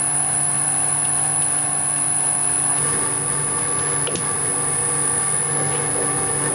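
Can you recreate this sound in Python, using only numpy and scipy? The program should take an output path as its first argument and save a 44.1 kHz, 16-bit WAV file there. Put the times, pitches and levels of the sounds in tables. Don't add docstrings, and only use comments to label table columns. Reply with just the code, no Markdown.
import sys
import numpy as np
from scipy.fft import rfft, irfft, next_fast_len
from scipy.io import wavfile
from scipy.ndimage import uniform_filter1d, minimum_filter1d, map_coordinates

SR = 44100
rng = np.random.default_rng(int(sys.argv[2]) if len(sys.argv) > 2 else 0)


def dump_mix(stems):
    frames = np.atleast_2d(stems).T
    limited = np.clip(frames, -1, 1)
    pcm = np.round(limited * 32767).astype(np.int16)
    wavfile.write(sys.argv[1], SR, pcm)


N = 288414

MOVE_S = 2.78
DRIVE_HZ, SLOT_HZ = 48.45, 721.4
CARRIER_HZ = (9894.5, 9899.7)
SPINDLE_TURN_S = 0.4925
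THROW_S = 0.6
TOP_HZ = 11150
LOAD_JITTER_DB, LOAD_JITTER_RATE = 0.78, 9
# [level at chuck/dB, level at carriage/dB, rise per dB of load/dB]
RUMBLE_LEVEL = (-40.5, -37.5, 0.72)
CHURN_LEVEL = (-42.5, -36.5, 1.1)
RATTLE_LEVEL = (-35, -33.5, 0.49)

# [offset/drive cycles, relative level at chuck/dB, at carriage/dB]
CARRIER_SIDEBANDS = [(-15, -56, -51), (-14, -56, -49), (-12, -54, -52), (-11, -51, -47), (-9, -54, -43),
                     (-8, -49, -49), (-7, -50, -53), (-6, -45, -46), (-5, -45, -43), (-3, -30, -30),
                     (-2, -46, -38), (-1, -38, -43), (0, -33, -40), (1, -35, -41), (2, -44, -41),
                     (3, -24, -26), (4, -42, -37), (5, -28, -32), (6, -43, -36), (7, -32, -36),
                     (8, -51, -42), (9, -54, -43), (10, -54, -46), (11, -55, -50), (12, -52, -55),
                     (13, -54, -53)]
# [f/Hz, relative level/dB]
JITTER_SPECTRUM = [(8000, -29), (9000, -18.5), (9600, -13), (10000, 6.5), (10150, -7), (10400, -5.5),
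                   (11000, -29.5), (11500, -64)]
# [t/s, level/dB]
WHISTLE_LEVEL = [(0.0, -20.5), (1.56, -20.0), (1.68, -22.0), (2.28, -19.5), (2.34, -20.5), (2.7, -19.5),
                 (3.06, -22), (3.12, -23), (3.96, -22.0), (4.26, -23), (5.22, -20.5), (5.82, -23.5),
                 (5.94, -22.5), (6.52, -23)]
# [t/s, relative level/dB, upper edge set by hardness f/Hz]
LEVER_CONTACTS = [(4.0722, -2, 2750), (4.1552, -1.5, 9500), (4.165, -18, 6000), (4.177, -22, 6000),
                  (4.184, -22, 9000)]
# [t/s, relative level/dB, f/Hz]
APRON_THUDS = [(4.076, -5, 488), (4.132, -14, 447), (4.163, -6, 170)]
# [f/Hz, width/Hz, relative level/dB]
STEEL_MODES = [(1400, 300, -9.5), (2760, 370, 2), (3440, 920, -2), (4650, 850, -3), (5650, 620, 1),
               (6330, 330, -5), (7040, 430, 1.5), (8370, 540, 3), (9400, 590, -2)]
# [t/s, relative level/dB]
TOOTH_TICKS = [(1.047, -22), (1.4182, -24), (1.962, -29), (2.7815, -28), (3.5848, -28), (3.79, -23.5),
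               (4.244, -28), (5.8303, -29)]
# [t/s, half length/s, level/dB, centre f/Hz]
ROUGH_SURGES = [(2.715, 0.034, -32, 910), (4.10, 0.026, -28.5, 520), (4.15, 0.017, -28, 380),
                (4.185, 0.04, -29.5, 232), (5.603, 0.046, -32.5, 426), (5.75, 0.027, -37.5, 2600),
                (6.017, 0.048, -29.5, 467), (6.285, .015, -40.5, 2600), (6.52, .035, -30.5, 430)]
# [t/s, level/dB]
GEAR_LOAD = [(0, -1), (1.4, 0.3), (1.9, -1.4), (2.7, 0), (2.94, 2.5), (3.2, -0.8), (4.0, 0.9), (5.4, -0.8),
             (5.6, 2), (6.54, 2.5)]
# [f/Hz, relative level at chuck/dB, at carriage/dB]
CHURN_SPECTRUM = [(22, -29, -16), (44, -19, -20), (60.7, -25, -8), (78, -9.5, -5.5), (120, -3.5, 5.5),
                  (176, -8.5, -1), (250, -14.5, -10.5), (338, -15.5, -11), (600, -14.5, -15),
                  (1565, -12, -10), (2060, -19.5, -17), (3600, -24.5, -21.5), (6600, -27.5, -26.5),
                  (8500, -28, -24)]
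# [f/Hz, width/Hz, lift at chuck/dB, lift at carriage/dB]
CASTING_MODES = [(463, 124, 5.5, 10), (907, 66, 7, 7), (1047, 22, 3, 6), (1170, 99, 3, 6),
                 (1658, 34, 7.5, 7), (1770, 123, 4.5, 6), (2150, 170, 5.5, 6.5), (2600, 300, 6, 0.5),
                 (2830, 100, 3.5, 3.5), (3365, 55, 2, 6.5), (4230, 210, 3, -0.5), (4630, 120, -4, 3),
                 (5070, 110, 2.5, 4)]
# [multiple of drive f, level over churn at chuck/dB, at carriage/dB]
GEAR_GROWL = [(8, -6.5, -5.5), (10, -19.5, -9.5)]
# [multiple of drive f, relative level at chuck/dB, at carriage/dB,
# change once the lever is thrown/dB, rise per dB of load/dB, beat depth 0-1 at chuck, at carriage]
HUM_LINES = [(3, -36, -35, -0.5, 0.5, 0, 0.23), (6, -40.5, -41, 1.4, 1.13, 0.06, 0.27),
             (16, -39, -46, 7, 0.87, 0.43, 0.26)]
# [period/s, first crest t/s]
LINE_BEATS = [(0.73, 0.485), (SPINDLE_TURN_S, 0.137), (SPINDLE_TURN_S, 0.268)]
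# [multiple of drive f, t/s, half length/s, change/dB]
LINE_FADES = [(3, 2.25, 0.42, -3), (3, 6.35, 0.2, -2.5), (6, 5.36, 0.094, -12), (16, 2.6, 0.27, -3)]
# [multiple of drive f, level at chuck/dB, at carriage/dB]
MOTOR_DRONE = [(14, -49, -61), (18, -46, -45), (22, -45.5, -48), (24, -51, -39), (36, -56, -58)]
# [multiple of slot rate, drive cycles added before rounding,
# level at chuck/dB, at carriage/dB]
SLOT_TONES = [(1, -3, -51.5, -61.5), (1, -1.5, -55, -63), (1, 0, -39, -46.5), (1, 8.5, -47, -47),
              (2, 1.5, -49.5, -53.5), (3, 0, -55, -52.5), (3, 2.5, -55.5, -73)]
# [f/Hz, level/dB]
THIN_TONES = [(2537, -58.5), (2596, -55.5), (8056, -55.5), (8347, -74), (8638, -56), (8742, -68),
              (9032, -49)]
# [multiple of drive f, relative level/dB]
FEED_WHIRR = [(10, -40.5), (36, -48), (38, -50), (45, -49)]
# [f/Hz, left-right likeness 0-1]
EAR_LIKENESS = [(40, 1), (150, 0.84), (300, 0.54), (1000, 0.87), (4000, 0.72), (9000, 0.97)]


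def inverter(jitter_db=-10.0):
    t = clock()
    carrier = np.cumsum(CARRIER_HZ[0] + moved() * (CARRIER_HZ[1] - CARRIER_HZ[0])) / SR
    lines = np.zeros((2, N))
    for k, chuck_db, carriage_db in CARRIER_SIDEBANDS:
        cycles = carrier + k * DRIVE_HZ * t
        lines += tone(cycles, between(chuck_db, carriage_db), waver=0.16, rate=7.1, width=0.16, scatter=0.77)
    noise = spread(rng.standard_normal((2, N)))
    jitter = unit(filtered(noise, lambda hz: amp(along(JITTER_SPECTRUM, hz))))
    bursts = (even(lines) + amp(jitter_db) * jitter) * buzz(depth=.36)
    return amp(curves(WHISTLE_LEVEL)[0]) * even(bursts)


def lever():
    out = np.zeros((2, N))
    for s, db, edge_hz in LEVER_CONTACTS:
        out += amp(db) * knock(s, edge_hz, t60=0.013, ring_db=-21, ring_t60=0.14)
    t = np.arange(SR // 3) / SR
    for s, db, hz in APRON_THUDS:
        lower_mode = 0.53 * np.sin(2 * np.pi * (0.784 * hz * t + rng.random()))
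        pair = np.sin(2 * np.pi * hz * t) + lower_mode
        envelope = (1 - np.exp(-t / 0.0064)) * amp(-60 * t / 0.07)
        out += placed(s, amp([[db], [db]]) * pair * envelope)
    return out


def ticks(tick_db=-10):
    out = np.zeros((2, N))
    for s, db in TOOTH_TICKS:
        out += amp(db + tick_db) * knock(s, edge_hz=4500, t60=0.045, ring_db=-7, ring_t60=0.15)
    return out


def knock(s, edge_hz, t60, ring_db, ring_t60):
    t = np.arange(SR // 3) / SR

    def response(hz):
        modes = sum(amp(db) / (1 + (2 * (hz - f) / width) ** 2) for f, width, db in STEEL_MODES)
        return modes / (1 + (hz / edge_hz) ** 4)

    steel = unit(filtered(spread(rng.standard_normal((2, len(t)))), response))
    rise = 1 - np.exp(-t / .001)
    crack = amp(-60 * t / t60)
    ring = amp(ring_db - 60 * t / ring_t60)
    return placed(s, steel * rise * (crack + ring))


def gears(spiky=0.31):
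    contacts = rng.standard_normal((2, N)) * np.exp(spiky * np.tanh(wobble(700)))
    shake, place = spread(contacts), moved()
    at_chuck = unit(castings(shake, axis=1)) * np.sqrt(1 - place)
    at_carriage = unit(castings(shake, axis=2)) * np.sqrt(place)
    body = at_chuck + at_carriage

    def below(hz, edge_hz):
        return 1 / (1 + (hz / edge_hz) ** 8)

    rumble = filtered(body, lambda hz: below(hz, edge_hz=300)) * amp([[1.1], [-1.1]])
    churn = filtered(body, lambda hz: below(hz, edge_hz=856) - below(hz, edge_hz=234))
    rattle = filtered(body, lambda hz: 1 - below(hz, edge_hz=580)) * buzz(depth=0.079)
    growl = drive_lines(GEAR_GROWL, waver=0.36, rate=16, width=0.3)
    out = loaded(*RUMBLE_LEVEL) * even(rumble)
    out += loaded(*CHURN_LEVEL) * (even(churn) + growl)
    out += loaded(*RATTLE_LEVEL) * even(rattle)
    return out


def castings(x, axis, ripple_db=3.0):
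    spots = np.geomspace(1200, 9000, 130)
    ripple = ripple_db * np.pad(rng.standard_normal(len(spots) - 2), 1)

    def response(hz):
        lift = sum(row[axis + 1] / (1 + (2 * (hz - row[0]) / row[1]) ** 4) for row in CASTING_MODES)
        return amp(along(CHURN_SPECTRUM, hz, axis=axis) + lift + np.interp(hz, spots, ripple))

    return filtered(x, response)


def loaded(chuck_db, carriage_db, per_load):
    load_db, = curves(GEAR_LOAD)
    jitter_db = LOAD_JITTER_DB * wobble(LOAD_JITTER_RATE)
    return between(chuck_db, carriage_db) * amp(per_load * load_db + jitter_db)


def hum():
    load_db, = curves(GEAR_LOAD)
    out = np.zeros((2, N))
    for line, (period_s, crest_s) in zip(HUM_LINES, LINE_BEATS):
        k, chuck_db, carriage_db, lever_db, per_load, chuck_depth, carriage_depth = line
        fade_db = sum(db * swell(s, length) for m, s, length, db in LINE_FADES if round(m) == round(k))
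        level = between(chuck_db, carriage_db) * amp(per_load * load_db + lever_db * thrown() + fade_db)
        depth = chuck_depth + moved() * (carriage_depth - chuck_depth)
        level = level * beat(period_s, crest_s, depth)
        out += tone(round(k) * DRIVE_HZ * clock(), level, waver=0.1, rate=12, width=0.047)
    return out * amp(0) * np.array([[1], [-1]]) * amp([[.8], [-.8]]) * np.array([[1], [-1]])


def beat(period_s, crest_s, depth):
    turn = np.exp(2j * np.pi * (clock() - crest_s) / period_s)
    return np.abs(1 + depth * turn) / np.sqrt(1 + depth ** 2)


def buzz(depth):
    return unit(1 + depth * np.cos(4 * np.pi * DRIVE_HZ * clock()))


def motor():
    t = clock()
    out = drive_lines(MOTOR_DRONE, waver=0.56, rate=24, width=0.46)
    for m, k, chuck_db, carriage_db in SLOT_TONES:
        cycles = (round(m) * SLOT_HZ + round(k) * DRIVE_HZ) * t
        out += tone(cycles, between(chuck_db, carriage_db), waver=0.14, rate=7, width=0.39)
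    for hz, db in THIN_TONES:
        out += tone(hz * t, amp(db), waver=0.38, rate=6.4, width=0.48)
    return out


def feed():
    whirr = np.zeros((2, N))
    for k, db in FEED_WHIRR:
        whirr += tone(round(k) * DRIVE_HZ * clock(), amp(db), waver=1.2, rate=45, width=0.41)
    return thrown() * whirr


def surges(octaves=0.45):
    out = np.zeros((2, N))
    for s, length, db, centre_hz in ROUGH_SURGES:
        band = lambda hz: 1 / (1 + (np.log2((hz + 1) / centre_hz) / octaves) ** 4)
        rub = unit(filtered(spread(rng.standard_normal((2, N))), band))
        out += amp(db) * rub * swell(s, length)
    return out


def drive_lines(rows, **roughness):
    return sum(tone(round(k) * DRIVE_HZ * clock(), between(a, b), **roughness) for k, a, b in rows)


def tone(cycles, level, waver, rate, width, scatter=1):
    swing = level * np.sqrt(2 / (1 + 2 * waver ** 2))
    angle = (2 * np.pi * ((cycles + scatter * rng.random()) % 1)).astype(np.float32)
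    mid = (1 + waver * wobble(rate)) * np.sin(angle) + waver * wobble(rate) * np.cos(angle)
    side = width * rng.choice([-1, 1]) * np.cos(angle)
    return swing * np.array([mid + side, mid - side])


def spread(pair):
    def response(hz):
        turn = np.arccos(np.clip(along(EAR_LIKENESS, hz), -1, 1)) / 2
        return np.array([np.cos(turn), np.sin(turn)])

    mid, side = filtered(pair, response)
    return np.array([mid + side, mid - side])


def moved():
    return np.clip((clock() - MOVE_S) / 0.021 + .5, 0, 1)


def between(chuck_db, carriage_db):
    return amp(chuck_db) + moved() * (amp(carriage_db) - amp(chuck_db))


def thrown():
    return np.clip((clock() - LEVER_CONTACTS[0][0]) / THROW_S, 0, 1)


def swell(s, half_length_s):
    return np.exp(-.5 * ((clock() - s) / half_length_s) ** 2)


def wobble(rate):
    coarse = clock()[::32]
    knots = rng.standard_normal(int(N * rate / SR) + 4)
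    return np.interp(clock(), coarse, map_coordinates(knots, [coarse * rate]))


def filtered(x, response):
    m = next_fast_len(x.shape[-1] + 8192)
    return irfft(rfft(x, m) * response(np.fft.rfftfreq(m, 1 / SR)), m)[..., :x.shape[-1]]


def even(x):
    return x / np.sqrt(np.abs(uniform_filter1d(np.mean(x ** 2, axis=0), size=SR // 4)))


def placed(s, sound):
    return np.pad(sound, ((0, 0), (round(s * SR), N)))[:, :N]


def along(points, hz, axis=1):
    table = np.transpose(points)
    return np.interp(np.log(hz + 1), np.log(table[0]), table[axis])


def curves(rows):
    s, *cols = np.transpose(rows)
    return [np.interp(clock(), s, c) for c in cols]


def amp(db):
    return 10 ** (np.asarray(db) / 20)


def unit(x):
    return x / np.sqrt(np.mean(x ** 2) + 1e-20)


def clock():
    return np.arange(N) / SR


def scene():
    return inverter() + lever() + ticks() + gears() + hum() + motor() + feed() + surges()


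def limiter(x, ceiling_db, release):
    sensed = filtered(x, lambda hz: 1 / (1 + (hz / 8500) ** 8))
    excess = np.maximum(np.abs(sensed).max(axis=0) / amp(ceiling_db), 1)
    ahead = -minimum_filter1d(-np.log(excess), size=45)
    fade = clock() / release
    held = np.exp(np.maximum.accumulate(np.log(ahead + 1e-9) + fade) - fade)
    return x * np.exp(-uniform_filter1d(held, size=23))


def record(dry):
    return filtered(limiter(dry, ceiling_db=-10.8, release=0.028), lambda hz: hz < TOP_HZ)


dry = scene()
out = record(dry)
dump_mix(out)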